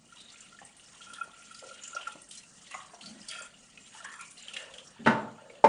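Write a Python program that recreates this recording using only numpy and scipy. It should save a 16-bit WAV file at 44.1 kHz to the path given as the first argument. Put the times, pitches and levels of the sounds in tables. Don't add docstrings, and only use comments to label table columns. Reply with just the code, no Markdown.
import sys
import numpy as np
from scipy import signal
from scipy.fft import rfft, irfft
from scipy.io import wavfile
from scipy.ndimage import uniform_filter1d

SR = 44100
rng = np.random.default_rng(int(sys.argv[2]) if len(sys.argv) > 2 else 0)


def file_out(sig):
    cols = np.atleast_2d(sig).T
    lim = np.clip(cols, -1, 1)
    pcm = np.round(lim * 32767).astype(np.int16)
    wavfile.write(sys.argv[1], SR, pcm)


N = 250488

# t/s, peak level/dB, f/Hz, hard tick against the ring level/dB, ring t60/s
CLINKS = [(.168, -45, 2880, 6, .15), (.2023, -41, 3710, -3, 0.13), (0.2837, -44.5, 3760, -14, 0.13),
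          (0.301, -44, 4470, -10, 0.053), (0.3572, -46, 2520, -7, 0.024), (0.405, -39.5, 7250, -5, 0.046),
          (0.5878, -41.5, 1740, -18, 0.044), (.649, -39.5, 8360, -13, .06), (0.765, -42.5, 8770, 7.5, 0.23),
          (0.7957, -42.5, 2906, -2, 0.049), (.8586, -47.5, 5330, -12, .08), (1.0136, -40.5, 3210, 3, 0.16),
          (1.134, -31.5, 3260, 16, 0.21), (1.422, -46, 2500, 3, 0.045), (1.5445, -34, 4780, 12, 0.081),
          (1.589, -35.5, 5050, 10, 0.036), (1.791, -41.5, 2940, -16, 0.04), (1.835, -32, 6950, -15, 0.045),
          (1.8763, -34.5, 7360, -20, .065), (1.9474, -32.5, 5720, -11, 0.08),
          (2.011, -37.5, 3060, -17, .08), (2.074, -32, 1800, 18, 0.046), (2.217, -39.5, 8740, -16, 0.04),
          (2.2864, -43, 8360, -1, 0.27), (2.31, -26.5, 3046, 20.5, 0.04), (2.3506, -33, 7700, 13, .07),
          (2.373, -34.5, 4150, 12.5, 0.057), (2.4324, -42, 2680, 13, 0.063), (2.711, -32, 2708, 15, 0.16),
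          (2.7413, -30.5, 2030, -21, .04), (2.943, -43, 5800, -1, 0.064), (3.0095, -34.5, 3050, 3, 0.053),
          (3.0577, -32.5, 4500, 5, 0.087), (3.2136, -42, 5000, -1, 0.032), (3.2843, -27, 4583, 14, 0.065),
          (3.3098, -24.5, 2660, 18, .12), (3.3563, -36.5, 2570, -3, 0.088),
          (3.4187, -36.5, 7470, -15, 0.13), (3.5399, -47, 2900, -13, .1), (3.774, -41, 2565, -22, 0.038),
          (3.94, -37, 3040, 15, 0.036), (4.0449, -33.5, 1650, -23, 0.13), (4.1146, -38.5, 1830, 9, 0.077),
          (4.2084, -29.5, 2416, 20, 0.082), (4.307, -44.5, 9400, -11, .22), (4.3777, -38, 4050, 9, 0.12),
          (4.424, -39.5, 7000, -12, 0.047), (4.4825, -32.5, 3050, -11, 0.039), (4.5351, -30, 2750, 6, 0.11),
          (4.565, -25, 2830, -5, 0.049), (4.737, -36, 3030, 7, .05), (4.7823, -36, 3100, -15, .09),
          (4.87, -42.5, 5600, -18, 0.089), (5.048, -41, 3100, -15, .05), (5.4976, -47, 2270, -22, 0.034),
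          (5.5526, -47.5, 2800, -25, 0.02)]


def gain_of(db):
    return 10 ** (np.asarray(db) / 20)


def evened(x):
    return x / np.sqrt(np.mean(x ** 2) + 1e-20)


def peaked(x):
    return x / (abs(x).max() + 1e-20)


def smoothed_noise(frames, size):
    return evened(uniform_filter1d(rng.standard_normal(frames), size=size))


def read(points, hz):
    f, value = np.transpose(points)
    return np.interp(np.log(hz + 1), np.log(f + 1), value)


def curves(rows):
    s, *values = np.transpose(rows)
    return [np.interp(np.arange(N) / SR, s, v) for v in values]


def add(mix, s, sound):
    part = mix[round(s * SR):][:len(sound)]
    part += sound[:len(part)]


def resonate(x, hz, width):
    r = np.exp(-np.pi * width / SR)
    pole = r * np.exp(2j * np.pi * hz / SR)
    return 2 * signal.lfilter([1 - r], [1, -pole], x + 0j).real


def resonate_twice(x, hz, width):
    return resonate(resonate(x, hz, width), hz, width)


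def colour(x, points):
    hz = np.fft.rfftfreq(len(x), 1 / SR)
    return irfft(rfft(x) * gain_of(read(points, hz)), len(x))


def hiss(points, patchy_db, flicker_db, size=512):
    frames, hz = 4 * N // size + 5, np.fft.rfftfreq(size, 1 / SR)
    a, b, patches = rng.standard_normal((frames, len(hz), 3)).T
    patches = uniform_filter1d(patches, size=7, axis=0)
    patches = evened(uniform_filter1d(patches, size=12, axis=1))
    flicker = smoothed_noise(frames, 5)
    level_db = read(points, hz)[:, None]
    z = (a + 1j * b) * gain_of(level_db + patchy_db * patches + flicker_db * flicker)
    return evened(signal.istft(z, nperseg=size, noverlap=3 * size // 4)[1][:N])


def drops(points, per_s, spread_db, cycles, count=24):
    out = np.zeros(N)
    for hz in np.geomspace(points[1][0], points[-2][0], count):
        turns = np.arange(1500) * hz / SR
        rising = np.sin(2 * np.pi * turns * (1 + .001 * turns))
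        bubble = rising * np.exp(-turns / cycles) * np.minimum(turns / 2, 1)
        train = 1. * (rng.random(N) < per_s / count / SR)
        sizes = gain_of(spread_db * np.minimum(rng.exponential(1, 400), 4))
        train[train > 0] = sizes[:int(train.sum())]
        out += gain_of(read(points, hz)) * signal.oaconvolve(train, bubble / np.linalg.norm(bubble))[:N]
    return evened(out)


def room_tone():
    # f/Hz, relative level/dB
    air_spectrum = [(15, -50), (25, 9.5), (74, -1), (214, 12), (337, 1), (738, -1.5), (950, -8),
                    (1350, -2.5), (1570, -40), (2890, -40), (4010, -10.5), (9230, -13.5), (10500, -74),
                    (13600, -54), (22000, -120)]
    return gain_of(-65) * hiss(air_spectrum, patchy_db=0.5, flicker_db=1.5, size=2048)


def kitchen(x):
    # f/Hz, t60/s
    decay_times = [(100, 0.62), (260, 0.48), (700, 0.57), (1840, 0.29), (4850, 0.28)]
    taps = np.zeros(SR)
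    at = np.arange(260, SR - 20, 20) + rng.integers(0, 20, (SR - 261) // 20)
    taps[at] = rng.choice([-1., 1.], at.shape)
    hz, t, z = signal.stft(taps, SR, nperseg=256)
    t60 = read(decay_times, hz)[:, None]
    tail = signal.istft(z * gain_of(-60 * t / t60), SR, nperseg=256)[1]
    return signal.fftconvolve(x, tail / np.linalg.norm(tail))[:N]


def bangs():
    # t/s, body level/dB, crack level/dB against the body, rise/ms, ring t60/s at 600 Hz
    blows = [(5.060, -14, -2.5, 4.1, 0.12), (5.070, -4, -9, 4, 0.051), (5.640, -1, -17, 5.1, 0.072)]
    # f/Hz, level/dB on the cupboard, level/dB on the counter
    board = [(124, -14, -41), (222.7, -6, -10.5), (279.7, -13, -1.5), (462.6, -6, 6), (585, -6.5, 14),
             (740, -6, -40), (892.6, -0.5, 16), (993, -11, 4.5), (1070, -28, -37), (1422, -1, -46),
             (1690, -35, -28), (1890, 0.5, -26), (2100, -8, -2), (2340, -15, 0), (2770, -6, -36)]
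    # f/Hz, level/dB
    crack_spectrum = [(300, -12), (1200, -2), (3000, -15), (6000, -26), (10000, -37)]
    # f/Hz, level/dB
    microphone = [(20, -16), (60, -12), (120, 8.5), (10000, -3.5)]
    out, t = np.zeros(N), np.arange(16000) / SR
    for (s, db, crack_db, ms, t60), column in zip(blows, (1, 1, 2)):
        rise = np.sin(np.pi / 2 * np.minimum(t / (max(ms, 1) / 1000), 1)) ** 2
        body = 0
        for row in board:
            hz = row[0]
            tone = np.sin(2 * np.pi * hz * t)
            rattle = evened(resonate(rng.standard_normal(len(t)), hz, 0.12 * hz))
            decay_db = -60 * t / t60 * (hz / 600) ** 0.47
            body = body + gain_of(row[column] + decay_db) * (tone + .35 * rattle)
        crack_decay = gain_of(-60 * t / 0.055) + 0.22 * gain_of(-60 * t / 0.4)
        crack = colour(rng.standard_normal(len(t)), crack_spectrum) * crack_decay
        add(out, s, gain_of(db) * rise * (peaked(body) + gain_of(crack_db) * peaked(crack)))
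    return colour(out, microphone)


def basin():
    # t/s, splash level/dB, fizz level/dB, slosh level/dB
    water_levels = [(0.0, -75.5, -69.5, -80), (0.14, -62, -62, -67.5), (0.33, -61, -60, -68.5),
                    (0.76, -66, -65, -74.5), (1.03, -62, -55.5, -61), (1.2, -66, -67, -56),
                    (1.44, -61, -60.5, -71), (1.69, -59.5, -59, -73), (2.01, -57, -72, -54.5),
                    (2.15, -57.5, -61, -72), (2.4, -94, -63.5, -73.5), (2.67, -56.5, -59.5, -66.5),
                    (2.88, -63.5, -62.5, -64), (3.29, -61.5, -57, -63), (3.43, -62.5, -67, -56),
                    (3.61, -66, -62.5, -74.5), (3.84, -64.5, -61.5, -73), (3.99, -57.5, -55, -59),
                    (4.11, -58.5, -68, -57.5), (4.26, -69.5, -59, -75.5), (4.48, -55.5, -65, -62),
                    (4.65, -56, -65, -54.5), (4.82, -72, -60, -64.5), (5.01, -62, -72.5, -60.5),
                    (5.24, -65.5, -71, -67.5), (5.68, -66, -74, -63)]
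    stir_db, stir_fizz_db, stir_t60_s = -27, -23, 0.38
    stir, t = np.zeros(N), np.arange(20000) / SR
    for s, db, *_ in CLINKS:
        add(stir, s, gain_of(2 * (db - 60 * t / stir_t60_s)))
    splash, fizz, slosh = gain_of(curves(water_levels))
    splash = np.sqrt(splash ** 2 + gain_of(2 * stir_db) * stir)
    fizz = np.sqrt(fizz ** 2 + gain_of(2 * stir_fizz_db) * stir)
    return np.array([splash, fizz, slosh])


def water():
    # f/Hz, level/dB
    splash_spectrum = [(1200, -26.5), (2000, 3), (3000, 9), (4500, 1.5), (6500, -24)]
    fizz_spectrum = [(3500, -4), (5500, 13), (7500, 13.5), (9500, 11.5), (9900, -29.5), (10600, -64)]
    slosh_spectrum = [(250, -13), (500, 0.5), (1000, 1), (1800, 5.5), (2600, -44)]
    splash = hiss(splash_spectrum, patchy_db=3.5, flicker_db=2.5)
    splash += .6 * drops(splash_spectrum, per_s=200, spread_db=3., cycles=8.)
    fizz = hiss(fizz_spectrum, patchy_db=1.0, flicker_db=3.84)
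    fizz += .15 * drops(fizz_spectrum, per_s=300, spread_db=2.5, cycles=10.)
    slosh = hiss(slosh_spectrum, patchy_db=4.0, flicker_db=1.1)
    slosh += .6 * drops(slosh_spectrum, per_s=80, spread_db=3.5, cycles=6.)
    return (basin() * [evened(splash), evened(fizz), evened(slosh)]).sum(0)


def drag():
    start_s, end_s, level_db, low_hz, sharpness = 3.0, 3.27, -50, 212, 1.05
    slips = (rng.random(N) < 300 / SR) * rng.choice([-1., 1.], N)
    slips = slips + 0.043 * rng.standard_normal(N)
    done = np.clip((np.arange(N) / SR - start_s) / (end_s - start_s), 0, 1)
    low = evened(resonate(resonate(slips, low_hz, 68), low_hz, 110))
    upper = evened(resonate_twice(slips, 600, 250))
    pull = gain_of(level_db) * abs(np.sin(np.pi * done)) ** sharpness
    return pull * (low + 0.26 * upper)


def struck(hz, t60, spread, gritty):
    t = np.arange(6000) / SR
    grit = resonate_twice(rng.standard_normal(len(t)), hz, spread * hz)
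    tone = np.sin(2 * np.pi * (hz * t + rng.random()))
    envelope = gain_of(-60 * t / max(t60, .01)) * np.minimum(t / 0.0021, 1)
    return peaked((tone + gritty * evened(grit)) * envelope)


def pots():
    # t/s, peak level/dB, f/Hz, ring t60/s
    pot_knocks = [(.615, -41, 817, 0.063), (1.275, -45.5, 690, 0.051), (1.624, -39.5, 590, 0.055),
                  (1.651, -41.5, 506, 0.042), (1.95, -40.5, 598, 0.16), (2.078, -39, 854, 0.11),
                  (2.151, -46, 300, 0.06), (2.155, -42, 592, 0.055), (2.71, -45.5, 1130, 0.069),
                  (2.74, -37.5, 1057, 0.045), (2.742, -37, 756, 0.15), (2.933, -42, 697, 0.17),
                  (3.408, -43.5, 591, 0.11), (3.947, -45, 874, 0.083), (4.047, -40, 1060, 0.13),
                  (4.992, -38.5, 217.5, 0.9), (5.383, -48, 883, .11), (5.497, -42, 480, 0.32)]
    out = np.zeros(N)
    for s, db, hz, t60 in pot_knocks:
        add(out, s, gain_of(db) * struck(hz, t60, spread=0.83, gritty=0.56))
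    return out


def crockery():
    # f/Hz, width/Hz before widening, level/dB before the bouts
    stack_modes = [(1916, 91, 0.5), (2080, 70, -11), (2880, 115, 4), (3720, 190, -18), (4300, 54, -27),
                   (4720, 240, -2.5), (6130, 140, -8.5), (6050, 110, -19), (6720, 83, 3), (7360, 57, 6),
                   (8650, 150, -35), (8600, 75, -18), (8530, 38, 2), (9440, 270, -0.5)]
    out = np.zeros(N)
    for hz, width, db in stack_modes:
        push, bouts = rng.standard_normal((2, N))
        bouts = evened(uniform_filter1d(uniform_filter1d(bouts, size=3000), size=1500))
        out += gain_of(db + 4 * bouts) * evened(resonate_twice(push, hz, 1.2 * width))
    splash, fizz, _ = basin()
    return gain_of(-2.5) * splash ** 0.59 * fizz ** 0.41 * evened(out)


def scrapes():
    # start t/s, end t/s, f/Hz, level/dB at the start, change of level/dB by the end
    dish_strokes = [(0.162, 0.32, 3800, -58.5, -9), (1.617, 1.729, 535, -47, -14.5),
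                    (1.805, 1.95, 7020, -55, 1), (1.952, 2.19, 2780, -54, -13),
                    (2.704, 2.824, 1970, -49.5, -14), (2.731, 2.871, 1140, -42, -20),
                    (2.738, 2.857, 6770, -49, -47), (3.003, 3.135, 4270, -51, -18),
                    (3.284, 3.492, 3250, -46, -18), (3.285, 3.447, 4740, -51.5, -11),
                    (3.294, 3.494, 2280, -52.5, -15), (3.307, 3.524, 1760, -50.5, -23),
                    (3.295, 3.5, 623, -61, -13), (4.037, 4.256, 1765, -45.5, -18),
                    (4.04, 4.256, 1104, -60.5, 4.5), (4.19, 4.312, 2355, -48.5, -15.5),
                    (4.36, 4.58, 2880, -59.5, -1), (4.55, 4.734, 2770, -52.5, -12),
                    (4.556, 4.705, 1790, -47, -17), (4.496, 4.835, 541, -58.5, -1.5),
                    (5.379, 5.624, 559.4, -55.5, -4.5)]
    out = np.zeros(N)
    for start, end, hz, db, fade_db in dish_strokes:
        width = 0.073 * hz + 96
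        n = round((end - start) * SR)
        noise, clumps = rng.standard_normal((2, 20000))[:, :n]
        slips = noise * gain_of(3.5 * evened(uniform_filter1d(clumps, size=300)))
        stroke = gain_of(db + np.linspace(0, fade_db, n)) * signal.windows.tukey(n, .15)
        add(out, start, stroke * evened(resonate_twice(slips, hz, width)))
    return out


def clinks():
    out, t = np.zeros(N), np.arange(6000) / SR
    tick_envelope = gain_of(-60 * t / 0.032) * np.minimum(t / 0.0045, 1)
    for s, db, hz, tick_db, t60 in CLINKS:
        tick = np.diff(rng.standard_normal(6001)) * tick_envelope / 3
        ring = struck(hz, t60, spread=0.32, gritty=0.88)
        add(out, s, gain_of(db) * peaked(ring + gain_of(tick_db) * tick))
    return out


def bowl():
    # f/Hz, width/Hz before the hand widens it for rubbing, level/dB before the tilts below
    bowl_modes = [(866, 46, -27), (1370.3, 34.4, 5), (2525, 60, -9), (3280, 69, -13), (3900, 40, -51),
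                  (5730, 140, -23.5), (6540, 170, -35), (8670, 56, -50), (9500, 62, -16.5),
                  (8900, 140, -18)]
    # t/s, peak level/dB
    bowl_knocks = [(0.1257, -45.5), (.3406, -53), (.4324, -58), (0.527, -50.5), (1.0095, -47), (1.068, -44),
                   (1.132, -40.5), (1.185, -38.5), (1.2146, -24.5), (1.426, -52), (1.512, -40.5),
                   (1.713, -39.5), (1.933, -38.5), (1.9673, -26), (2.0729, -27.5), (3.041, -50),
                   (3.353, -43.5), (4.0068, -41), (4.2082, -37.5), (5.2815, -43.5), (5.3854, -48.5)]
    # start t/s, end t/s, level/dB
    rubs = [(0.277, 0.626, -77), (1.014, 1.282, -53), (1.272, 1.83, -60), (1.76, 2.215, -61.5),
            (3.007, 3.12, -59), (3.28, 3.491, -46.5), (4.03, 4.266, -54), (4.46, 4.74, -62.5)]
    contact_s, dull_db_per_octave = 0.0068, -8
    rub_idle_db, rub_ramp_s = -75, 0.079

    out, t = np.zeros(N), np.arange(3000) / SR
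    after = np.maximum(t - contact_s, 0)
    swell = np.sin(np.pi / 2 * np.minimum(t / contact_s, 1)) ** 2
    swell = swell * (1.5 * np.exp(-(after / (1.15 * contact_s)) ** 2) + 0.084 * np.exp(-after / 0.02))
    for s, db in bowl_knocks:
        ring = 0
        for hz, _, mode_db in bowl_modes:
            dull_db = dull_db_per_octave * max(np.log2(hz / 1400), 0)
            level = gain_of(mode_db + dull_db + 3 * rng.standard_normal())
            ring = ring + level * np.sin(2 * np.pi * (hz * t + rng.random()))
        add(out, s - .005, gain_of(db) * peaked(ring * swell))

    slips = rng.standard_normal(N) * gain_of(5.8 * smoothed_noise(N, 400))
    rubbed = 0
    for hz, width, db in bowl_modes:
        level = gain_of(db + 3.9 * np.log2(hz / 1370)) / np.sqrt(width)
        rubbed = rubbed + level * resonate_twice(slips, hz, 2.9 * width)
    t = np.arange(N) / SR
    strokes = gain_of(rub_idle_db)
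    for start, end, db in rubs:
        strokes = strokes + gain_of(db) * np.clip(np.minimum(t - start, end - t) / rub_ramp_s, 0, 1)
    return out + strokes * evened(rubbed)


def scene():
    held, sink, far = bowl(), clinks() + pots() + scrapes(), bangs()
    wet = kitchen(gain_of(-11.5) * held + gain_of(-7.5) * sink + gain_of(-4) * far)
    air = room_tone()
    return (held + sink + wet + water() + crockery() + drag() + far + air)[None]


def record(dry):
    edge = signal.firwin(511, 10450, window=("kaiser", 9), fs=SR)  # low-pass, Hz
    faint = colour(rng.standard_normal(N), [(9000, 4), (15700, 12), (15800, 12)])
    faint = gain_of(-93) * evened(faint)
    dry = dry / (1 + abs(dry / .92) ** 6) ** (1 / 6)
    return signal.oaconvolve(dry, edge[None], "same") + faint


dry = scene()
out = record(dry)
file_out(out)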